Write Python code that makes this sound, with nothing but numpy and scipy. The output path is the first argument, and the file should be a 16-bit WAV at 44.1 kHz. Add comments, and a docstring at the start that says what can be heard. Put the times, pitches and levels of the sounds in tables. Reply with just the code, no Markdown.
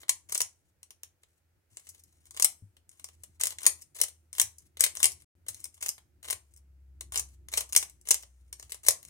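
"""Short plastic clatters: a puzzle cube is twisted by hand just above a table in a small quiet room.
Its layers slide, catch and snap home; impact and friction drive its cavities, walls and edges.
Dull bumps ring the table, and outside a distant engine slows down over road rumble and a faint hiss.
Two small microphone ports, each with its own treble resonance, colour the cube; the sound drops out once."""
import sys
import numpy as np
from scipy import signal
from scipy.fft import rfft, irfft
from scipy.io import wavfile
from scipy.ndimage import uniform_filter1d

SR = 44100
rng = np.random.default_rng(int(sys.argv[2]) if len(sys.argv) > 2 else 0)


def master(y):
    """Save y as 16-bit WAV."""
    cut = np.clip(np.atleast_2d(y).T, -1, 1)
    pcm = np.round(cut * 32767)  # scale
    wavfile.write(sys.argv[1], SR, pcm.astype(np.int16))


N = 400869


def cube():
    """Forced vibration: knocks and rubbing excite the resonances of three parts of the cube."""
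    # air cavities, walls of the pieces, small edges: f/Hz, bandwidth/Hz, level/dB
    cavity_modes = [(417.9, 150, -2), (620, 140.6, 2.5), (1072, 250, -2)]
    wall_modes = [(1810, 1000, -9.5), (2210, 390, 0.5), (2930, 500, 0), (4162, 990, -0.5)]
    edge_modes = [(5482, 900, 0), (6240, 1380, 3), (7900, 2210, 4), (11130, 3700, 1), (13940, 6900, -8)]
    cavity, wall, edge = knocks() + sliding()
    return resonate(cavity, cavity_modes) + resonate(wall, wall_modes) + resonate(edge, edge_modes)


def knocks():
    """Impact excitation: a push and a dying burst of tiny collisions drive cavities, walls and edges."""
    # pieces knocking: t/s, strength/dB, cavity level/dB re strength, clatter T60/s
    impacts = [(0.0323, -53.5, 3, 0.0065), (0.0812, -53, -8, 0.036), (0.092, -20.5, -17.5, 0.022),
               (0.2956, -43.5, -13.5, 0.005), (0.3209, -31.5, -11, 0.029), (0.3404, -48, -9, 0.024),
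               (0.3465, -28.5, -35, 0.021), (0.3536, -32.5, -9, 0.017), (0.377, -28, -29, 0.013),
               (0.4029, -23.5, -14.5, 0.026), (0.416, -22, -30, 0.0091), (0.8299, -46, -21, 0.0077),
               (0.9059, -42.5, -18, 0.0037), (1.0322, -34, -17, 0.012), (1.2327, -59.5, -8.5, 0.01),
               (1.77, -38, -18, 0.0098), (1.8664, -55, -10, 0.048), (1.889, -44.5, -36, 0.041),
               (1.9958, -59, -42, 0.034), (2.036, -53, -40, 0.016), (2.2546, -52.0, -25, 0.01),
               (2.3084, -41, -10.5, 0.0049), (2.3452, -51, -5, 0.016), (2.3658, -40.5, -12.0, 0.0089),
               (2.372, -36.5, -15.5, 0.016), (2.3966, -25.5, -17.5, 0.021), (2.4227, -19.0, -21, 0.018),
               (2.445, -13.5, -19, 0.012), (2.4523, -24.5, -26, 0.0094), (2.7665, -56, -14, 0.011),
               (2.892, -50, -21, 0.0063), (2.914, -59, -19, 0.014), (2.9955, -53.5, -12.5, 0.011),
               (3.0424, -35, -20.5, 0.013), (3.086, -51, -11.5, 0.026), (3.1415, -71, -11.0, 0.008),
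               (3.235, -43.5, -15.0, 0.011), (3.3975, -67, -7, 0.014), (3.4038, -40, -10, 0.0072),
               (3.4102, -26.5, -20, 0.017), (3.435, -23, -17.5, 0.0088), (3.4556, -26.5, -17, 0.006),
               (3.4696, -24.5, -13, 0.0077), (3.5056, -33, -22, 0.0067), (3.5227, -53, -2, 0.019),
               (3.5842, -39, -11.5, 0.019), (3.617, -46, -6, 0.012), (3.6304, -38.5, -23, 0.023),
               (3.6417, -49, 1, 0.025), (3.652, -35, -14, 0.038), (3.664, -15, -15, 0.017),
               (3.6699, -31, -35, 0.011), (3.7872, -68, -7.0, 0.025), (3.8045, -65, -7.0, 0.015),
               (3.812, -52, -31, 0.043), (3.8191, -48, -23.0, 0.015), (3.8246, -45.5, -34, 0.0053),
               (3.9478, -52, -35, 0.0074), (3.9626, -56, -16, 0.021), (3.9858, -44.5, -15.5, 0.023),
               (4.0005, -37.5, -9, 0.024), (4.0137, -14.0, -25.0, 0.011), (4.0333, -29.5, -18, 0.03),
               (4.0816, -46.0, -13, 0.03), (4.3293, -40.0, -14, 0.01), (4.3505, -45.5, -13, 0.012),
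               (4.3678, -53, -16, 0.027), (4.3819, -29, -18, 0.019), (4.3972, -15.5, -17.5, 0.011),
               (4.4148, -12.0, -30, 0.0061), (4.5825, -51, -38, 0.016), (4.7703, -44.5, -9, 0.015),
               (4.8068, -14.5, -17.5, 0.0058), (4.8381, -18.5, -22.5, 0.017), (4.8458, -25, -20.0, 0.01),
               (4.8628, -31.5, -13.5, 0.021), (4.952, -40.5, -13, 0.0085), (4.9705, -30.5, -17.5, 0.008),
               (4.9933, -46, -17, 0.023), (5.0025, -33.5, -5, 0.007), (5.0288, -15.5, -27, 0.021),
               (5.0422, -15.5, -13, 0.0092), (5.0552, -16.5, -20.5, 0.0056), (5.0625, -35, -38, 0.012),
               (5.1177, -38.5, -25, 0.009), (5.2011, -61.5, -13, 0.02), (5.2119, -62, -18, 0.008),
               (5.22, -56, -16.5, 0.012), (5.4645, -55.5, -6.5, 0.016), (5.4822, -35, -18, 0.06),
               (5.5448, -44.0, -23.0, 0.007), (5.6026, -46, -30, 0.008), (5.6128, -65, -24, 0.007),
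               (5.6416, -34, -40, 0.013), (5.6538, -43, -14.5, 0.014), (5.742, -55.5, -30, 0.023),
               (5.7778, -63, -3, 0.011), (5.8104, -45.5, -14, 0.027), (5.8248, -32, -15.0, 0.029),
               (5.8609, -30, -15, 0.022), (5.8838, -32, -22, 0.013), (5.8902, -18.5, -26, 0.0049),
               (5.9796, -56.5, -2, 0.019), (6.2282, -52.5, -7.5, 0.012), (6.244, -51.5, -1.5, 0.023),
               (6.2515, -48, -8.0, 0.025), (6.2767, -52, 0, 0.012), (6.2825, -42.5, -6, 0.033),
               (6.3001, -31, -15.5, 0.016), (6.3047, -24.5, -17, 0.031), (6.3274, -29.5, -14.5, 0.02),
               (6.5373, -60.5, -27, 0.017), (6.562, -55.5, -27, 0.02), (6.5716, -57, -24, 0.026),
               (7.0079, -39.0, -11.5, 0.022), (7.121, -39, -12, 0.011), (7.1427, -39.5, -8.5, 0.018),
               (7.1574, -28, -11, 0.012), (7.1627, -40, -7, 0.015), (7.1746, -25.5, -30, 0.008),
               (7.1786, -34, -13, 0.035), (7.1936, -28, -13, 0.021), (7.485, -46, -10, 0.011),
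               (7.5255, -43.5, -6, 0.028), (7.5363, -31.5, -10, 0.025), (7.5725, -26.5, -12, 0.02),
               (7.578, -25.5, -16.5, 0.016), (7.6058, -31, -17, 0.02), (7.691, -52, -24, 0.014),
               (7.6948, -49.5, -11, 0.021), (7.7242, -32.5, -19, 0.008), (7.7296, -29, -18.5, 0.012),
               (7.749, -28, -14.5, 0.019), (7.7618, -12.0, -24.5, 0.02), (7.7733, -23.5, -32, 0.019),
               (7.8147, -40, -15, 0.016), (7.8262, -34.5, -14, 0.019), (7.8963, -51.5, -19.0, 0.013),
               (8.012, -57.5, -33, 0.016), (8.0532, -64.5, -4.5, 0.013), (8.0725, -39.5, -13, 0.01),
               (8.087, -26.5, -16.5, 0.01), (8.1065, -16, -19.5, 0.023), (8.1122, -17, -22, 0.012),
               (8.1429, -23.5, -21.5, 0.0091), (8.2095, -52, -33, 0.011), (8.2236, -47, -25, 0.026),
               (8.2324, -48, -3.5, 0.018), (8.527, -39.0, -16, 0.0081), (8.597, -42, -9, 0.0078),
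               (8.6252, -48, -12, 0.023), (8.695, -54.5, -9, 0.017), (8.7002, -51.5, -20, 0.044),
               (8.7201, -34, -17, 0.013), (8.7446, -37, -14.5, 0.0031), (8.8493, -46.0, -10.0, 0.011),
               (8.8635, -32.5, -15.5, 0.048), (8.8841, -8, -20.5, 0.015), (8.9059, -27, -21.0, 0.023),
               (9.0286, -47, -23.0, 0.009), (9.0503, -47.0, -21, 0.01)]
    size, rise_share, colour_spread = 2600, .038, .25
    t, drive = np.arange(size) / SR, np.zeros((3, N + size))
    for (start, strength_db, cavity_db, t60), chance in zip(impacts, rng.standard_normal((len(impacts), 3))):
        wall_db = -1 + .63 * cavity_db + 1.5 * chance[0]   # the clack follows the hollow knock
        rise = 1 - np.exp(-t / (rise_share * t60))
        burst = grains(size, spread_db=3.5) * from_db(-60 * t / t60) * rise
        burst /= np.sqrt(uniform_filter1d(burst ** 2, size=44).max())   # loudest millisecond at rms 1
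        push = np.zeros(size)
        push[np.argmax(np.abs(burst))] = np.linalg.norm(burst)
        taps = np.array([1, *(colour_spread * chance[1:])])   # each contact is brighter or duller
        edge = signal.lfilter(taps / np.linalg.norm(taps), [1], burst)
        cavity = from_db(cavity_db) * (.73 * push + .5 * burst)
        wall = from_db(wall_db) * (.75 * push + .57 * burst)
        at = round(start * SR)
        drive[:, at:at + size] += from_db(strength_db) * np.array([cavity, wall, edge])
    return drive[:, :N]


def sliding():
    """Sliding friction: faces rub in clumped grains, growing louder as each slide gathers speed."""
    # layers and fingers sliding: start t/s, end t/s, level/dB
    slides = [(0.001, 0.036, -64.5), (0.287, 0.43, -60.5), (0.562, 0.708, -92.5), (1.216, 1.395, -88.5),
              (1.698, 2.01, -75.5), (2.018, 2.295, -82), (2.336, 2.462, -68), (2.885, 3.05, -80.5),
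              (3.05, 3.154, -75.5), (3.167, 3.376, -83.5), (3.396, 3.53, -56.5), (3.595, 3.676, -59.5),
              (3.773, 3.846, -77), (3.944, 4.02, -60), (4.327, 4.41, -63.5), (4.6, 4.675, -76),
              (4.793, 4.847, -46), (4.95, 5.044, -59), (5.462, 5.658, -67), (5.722, 5.783, -83),
              (5.806, 5.876, -55), (6.235, 6.33, -59), (6.446, 6.6, -87), (7.122, 7.204, -54.5),
              (7.282, 7.349, -74), (7.515, 7.574, -52.5), (7.69, 7.78, -75), (8.051, 8.116, -64),
              (8.296, 8.5, -87.5), (8.58, 8.75, -75), (8.831, 8.873, -52), (9.024, 9.088, -71)]
    swell_db, ramp_s = 3.5, .0027
    t, envelope = np.arange(N) / SR, np.zeros(N)
    for start, end, rub_db in slides:
        on = slice(round(start * SR), round(end * SR))
        ramp = np.clip(np.minimum(t[on] - start, end - t[on]) / ramp_s, 0, 1)
        progress = (t[on] - start) / (end - start)
        envelope[on] += ramp * from_db(rub_db + swell_db * (progress - .5))
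    rub = grains(N, spread_db=1.5) * envelope * from_db(4.6 * drift(60))
    return rub * from_db([[-14], [-10.5], [0]])   # cavities, walls, edges


def shifting_hands(x):
    """Room response depends on position: the moving cube cross-fades between a few places."""
    places, move_s = 3, .23
    position = np.arange(N) / SR / move_s
    out = 0
    for k in range(places):
        distance = np.abs((position - k + places / 2) % places - places / 2)
        share = np.clip(1 - distance, 0, 1)
        out = out + signal.fftconvolve((x * share)[None], room(), axes=1)[:, :N]
    return out


def room():
    """Stereo impulse response: direct sound, the table's reflection, then diffuse decay band by band."""
    # reverberation time: f/Hz, T60/s
    decay_times = [(200, 0.23), (1000, 0.23), (3000, 0.16), (8000, 0.19), (15000, 0.1)]
    reverb_db, echo_db, right_lag_s = -2, -5, .00014
    size = SR // 2
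    t, hz = np.arange(size) / SR, np.fft.rfftfreq(size, 1 / SR)
    white, tail = rfft(rng.standard_normal((2, size))), 0
    near_scatter = from_db(11 - 60 * t / .025)   # off the hands and things on the table
    far_tail = from_db(-32.5 - 60 * t / .52)
    for centre_hz in np.geomspace(150, 16000, 10):
        band = np.exp(-(np.log2((hz + 1) / centre_hz) / .6) ** 2)
        decay = from_db(-60 * t / at_hz(decay_times, centre_hz))
        tail = tail + irfft(white * band, size) * (decay + near_scatter + far_tail)
    tail *= 1 - np.exp(-t / .0021)   # the walls answer a few ms late
    response = from_db(reverb_db) * tail / np.linalg.norm(tail, axis=1, keepdims=True)
    echo_s = .0006 * (1 + .35 * rng.uniform(-1, 1))   # varies with the cube's height
    for side, lag_s in enumerate([0, right_lag_s]):
        response[side, round(lag_s * SR)] += 1
        response[side, round((lag_s * 1.5 + echo_s) * SR)] += from_db(echo_db)
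    return response


def ports(x):
    """Port resonance: each microphone opening is a minimum-phase filter, so nothing rings early."""
    # response of each port: f/Hz, gain/dB
    left = [(100, 2.5), (300, 0), (600, -1.5), (1000, 4.5), (2000, 7), (5000, 5), (6200, 4.5), (7200, 1),
            (9000, 10), (11000, 5.5), (16000, 7.5)]
    right = [(100, -1.5), (300, -5), (600, -1.5), (1000, 3.5), (2000, 7.5), (5000, 4.5), (6600, 7),
             (8000, 1), (9500, -7.5), (11500, -7.5), (16000, -0.5)]
    size = 1024
    hz = np.fft.rfftfreq(size, 1 / SR)
    cepstrum = irfft(np.log(from_db([at_hz(left, hz), at_hz(right, hz)])), size)
    cepstrum[:, 1:size // 2] *= 2   # fold onto positive time
    cepstrum[:, size // 2 + 1:] = 0
    response = irfft(np.exp(rfft(cepstrum)), size)
    return signal.fftconvolve(x, response, axes=1)[:, :N]


def table_bumps():
    """Damped free vibration: soft pushes set the low modes of the table ringing."""
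    # table modes: f/Hz, level/dB, T60/s
    modes = [(100.95, 0, .2), (158, -10, 0.11), (213, -13.5, 0.087)]
    # pushes on the table: t/s, level/dB
    pushes = [(0.405, -55), (1.721, -58.5), (2.623, -41), (4.438, -49.5), (5.05, -52.5), (5.489, -50.5),
              (6.335, -55), (7.187, -63), (7.569, -58.5), (8.884, -49)]
    out, t = np.zeros(N + SR), np.arange(SR) / SR
    ring = sum(from_db(level_db - 60 * t / t60) * np.sin(2 * np.pi * hz * t) for hz, level_db, t60 in modes)
    rise = 1 - np.exp(-t / .0024)
    for start, level_db in pushes:
        at = round(start * SR)
        out[at:at + SR] += from_db(level_db) * rise * ring
    return out[:N] * from_db([[2], [-2]])   # louder on the left


def engine():
    """Periodic firing: a wavering tone and weak overtones sink with engine speed, over road rumble."""
    # engine slowing: t/s, firing f/Hz, tone level/dB, rumble level/dB
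    course = [(0.0, 82.3, -73, -66), (0.6, 81.43, -79.5, -74.5), (1.39, 82, -79.5, -77.5),
              (2.25, 80.35, -67, -69), (2.83, 80.9, -73.5, -71), (3.34, 79.46, -64.5, -69),
              (3.8, 79.8, -69.5, -67), (4.3, 78.4, -63, -74.5), (5.19, 74.9, -67.5, -64),
              (5.8, 72.55, -70.5, -70), (6.18, 70.6, -70.5, -69), (6.76, 66.8, -54, -70),
              (7.19, 65.95, -49.5, -61), (7.69, 64.25, -57, -66), (7.98, 62.75, -67.5, -69),
              (8.43, 62.6, -55, -73.5), (8.78, 62.2, -64, -68), (9.09, 59.1, -87, -61.5)]
    # partials: multiple of the firing frequency, level/dB
    orders = [(1, -2.5), (1.5, -26.5), (2, -25.5), (2.5, -28.5)]
    # road rumble: f/Hz, relative spectral density/dB
    rumble_spectrum = [(13, -64.5), (22, -46), (48, -25), (70, -15.5), (85, -7.5), (103, -21.5), (225, -33),
                       (360, -27), (447, -53), (1200, -63.5), (1560, -93), (2640, -120)]
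    firing_hz, tone_db, rumble_db = in_time(course)
    phase = 2 * np.pi * np.cumsum(firing_hz) / SR
    tone = sum(from_db(level_db + .48 * drift(3.3)) * np.sin(k * phase) for k, level_db in orders)
    rumble = from_db(rumble_db + 2.4 * drift(9.6)) * diffuse_noise(rumble_spectrum)
    return np.sqrt(2) * from_db(tone_db) * from_db([[.6], [-.6]]) * tone + rumble


def hiss():
    """Noise floor: room air and microphone self-noise make a steady broadband hiss."""
    # hiss: f/Hz, relative spectral density/dB
    spectrum = [(300, -26), (420, -10.5), (900, -16.5), (1160, -22), (1300, -16), (2300, -19),
                (3300, -24.5), (16000, -25)]
    return from_db(-80) * diffuse_noise(spectrum)


def diffuse_noise(spectrum):
    """Spatial coherence: stereo noise of rms 1, alike in the bass and unrelated in the treble."""
    # left-right likeness: f/Hz, coherence
    coherence = [(60, 0.7), (130, 0.97), (290, 0.65), (640, 0.27), (1400, 0.098), (3000, 0.02)]
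    hz = np.fft.rfftfreq(N, 1 / SR)
    mid, side = rfft(rng.standard_normal((2, N)))
    alike = at_hz(coherence, hz)
    pair = np.sqrt(1 + alike) * mid + np.sqrt(1 - alike) * side * np.array([[1], [-1]])
    return rms_one(irfft(pair * from_db(at_hz(spectrum, hz)), N))


def resonate(x, modes):
    """Modal superposition: parallel resonators of alternating sign; white noise keeps its rms."""
    impulse, response = signal.unit_impulse(4096), 0
    for k, (hz, width_hz, level_db) in enumerate(modes):
        r = np.exp(-np.pi * width_hz / SR)
        feedback = [1, -2 * r * np.cos(2 * np.pi * hz / SR), r * r]
        ring = (1 - r * r) / 2 * signal.lfilter([1, 0, -1], feedback, impulse)
        response = response + (-1) ** k * from_db(level_db) * ring
    return signal.fftconvolve(x, response / np.linalg.norm(response))[:N]


def grains(size, spread_db):
    """Random impulses of uneven strength; rms 1."""
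    return rms_one(rng.standard_normal(size) * from_db(spread_db * np.minimum(rng.exponential(1, size), 5)))


def drift(rate_hz):
    """Slow fluctuation: noise passed twice through a one-pole low-pass; rms 1."""
    hop, settle = 40, 2000
    r = np.exp(-2 * np.pi * rate_hz * hop / SR)
    slow = signal.lfilter([1], [1, -2 * r, r * r], rng.standard_normal(N // hop + settle + 2))[settle:]
    return np.interp(np.arange(N) / hop, np.arange(len(slow)), rms_one(slow))


def in_time(rows):
    times, *columns = np.transpose(rows)
    return [np.interp(np.arange(N) / SR, times, column) for column in columns]


def at_hz(points, hz):
    frequencies, values = np.transpose(points)
    return np.interp(np.log(hz + 1), np.log(frequencies), values)


def from_db(db):
    return 10 ** (np.asarray(db) / 20)


def rms_one(x):
    return x / np.sqrt(np.mean(x ** 2) + 1e-20)


def scene():
    """Superposition: the cube, heard through room and ports, adds to the background."""
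    return ports(shifting_hands(cube())) + engine() + table_bumps() + hiss()


def record(dry):
    """Clipping and band limiting: the converter clips, loses a tenth of a second and cuts the top."""
    gap_start_s, gap_end_s, cutoff_hz = 5.245, 5.3525, 16300
    t = np.arange(N) / SR
    running = (t < gap_start_s) | (t > gap_end_s)
    low_pass = signal.cheby2(22, 60, cutoff_hz, fs=SR, output="sos")
    return signal.sosfilt(low_pass, np.clip(dry, -1, 1) * running)


dry = scene()
out = record(dry)
master(out)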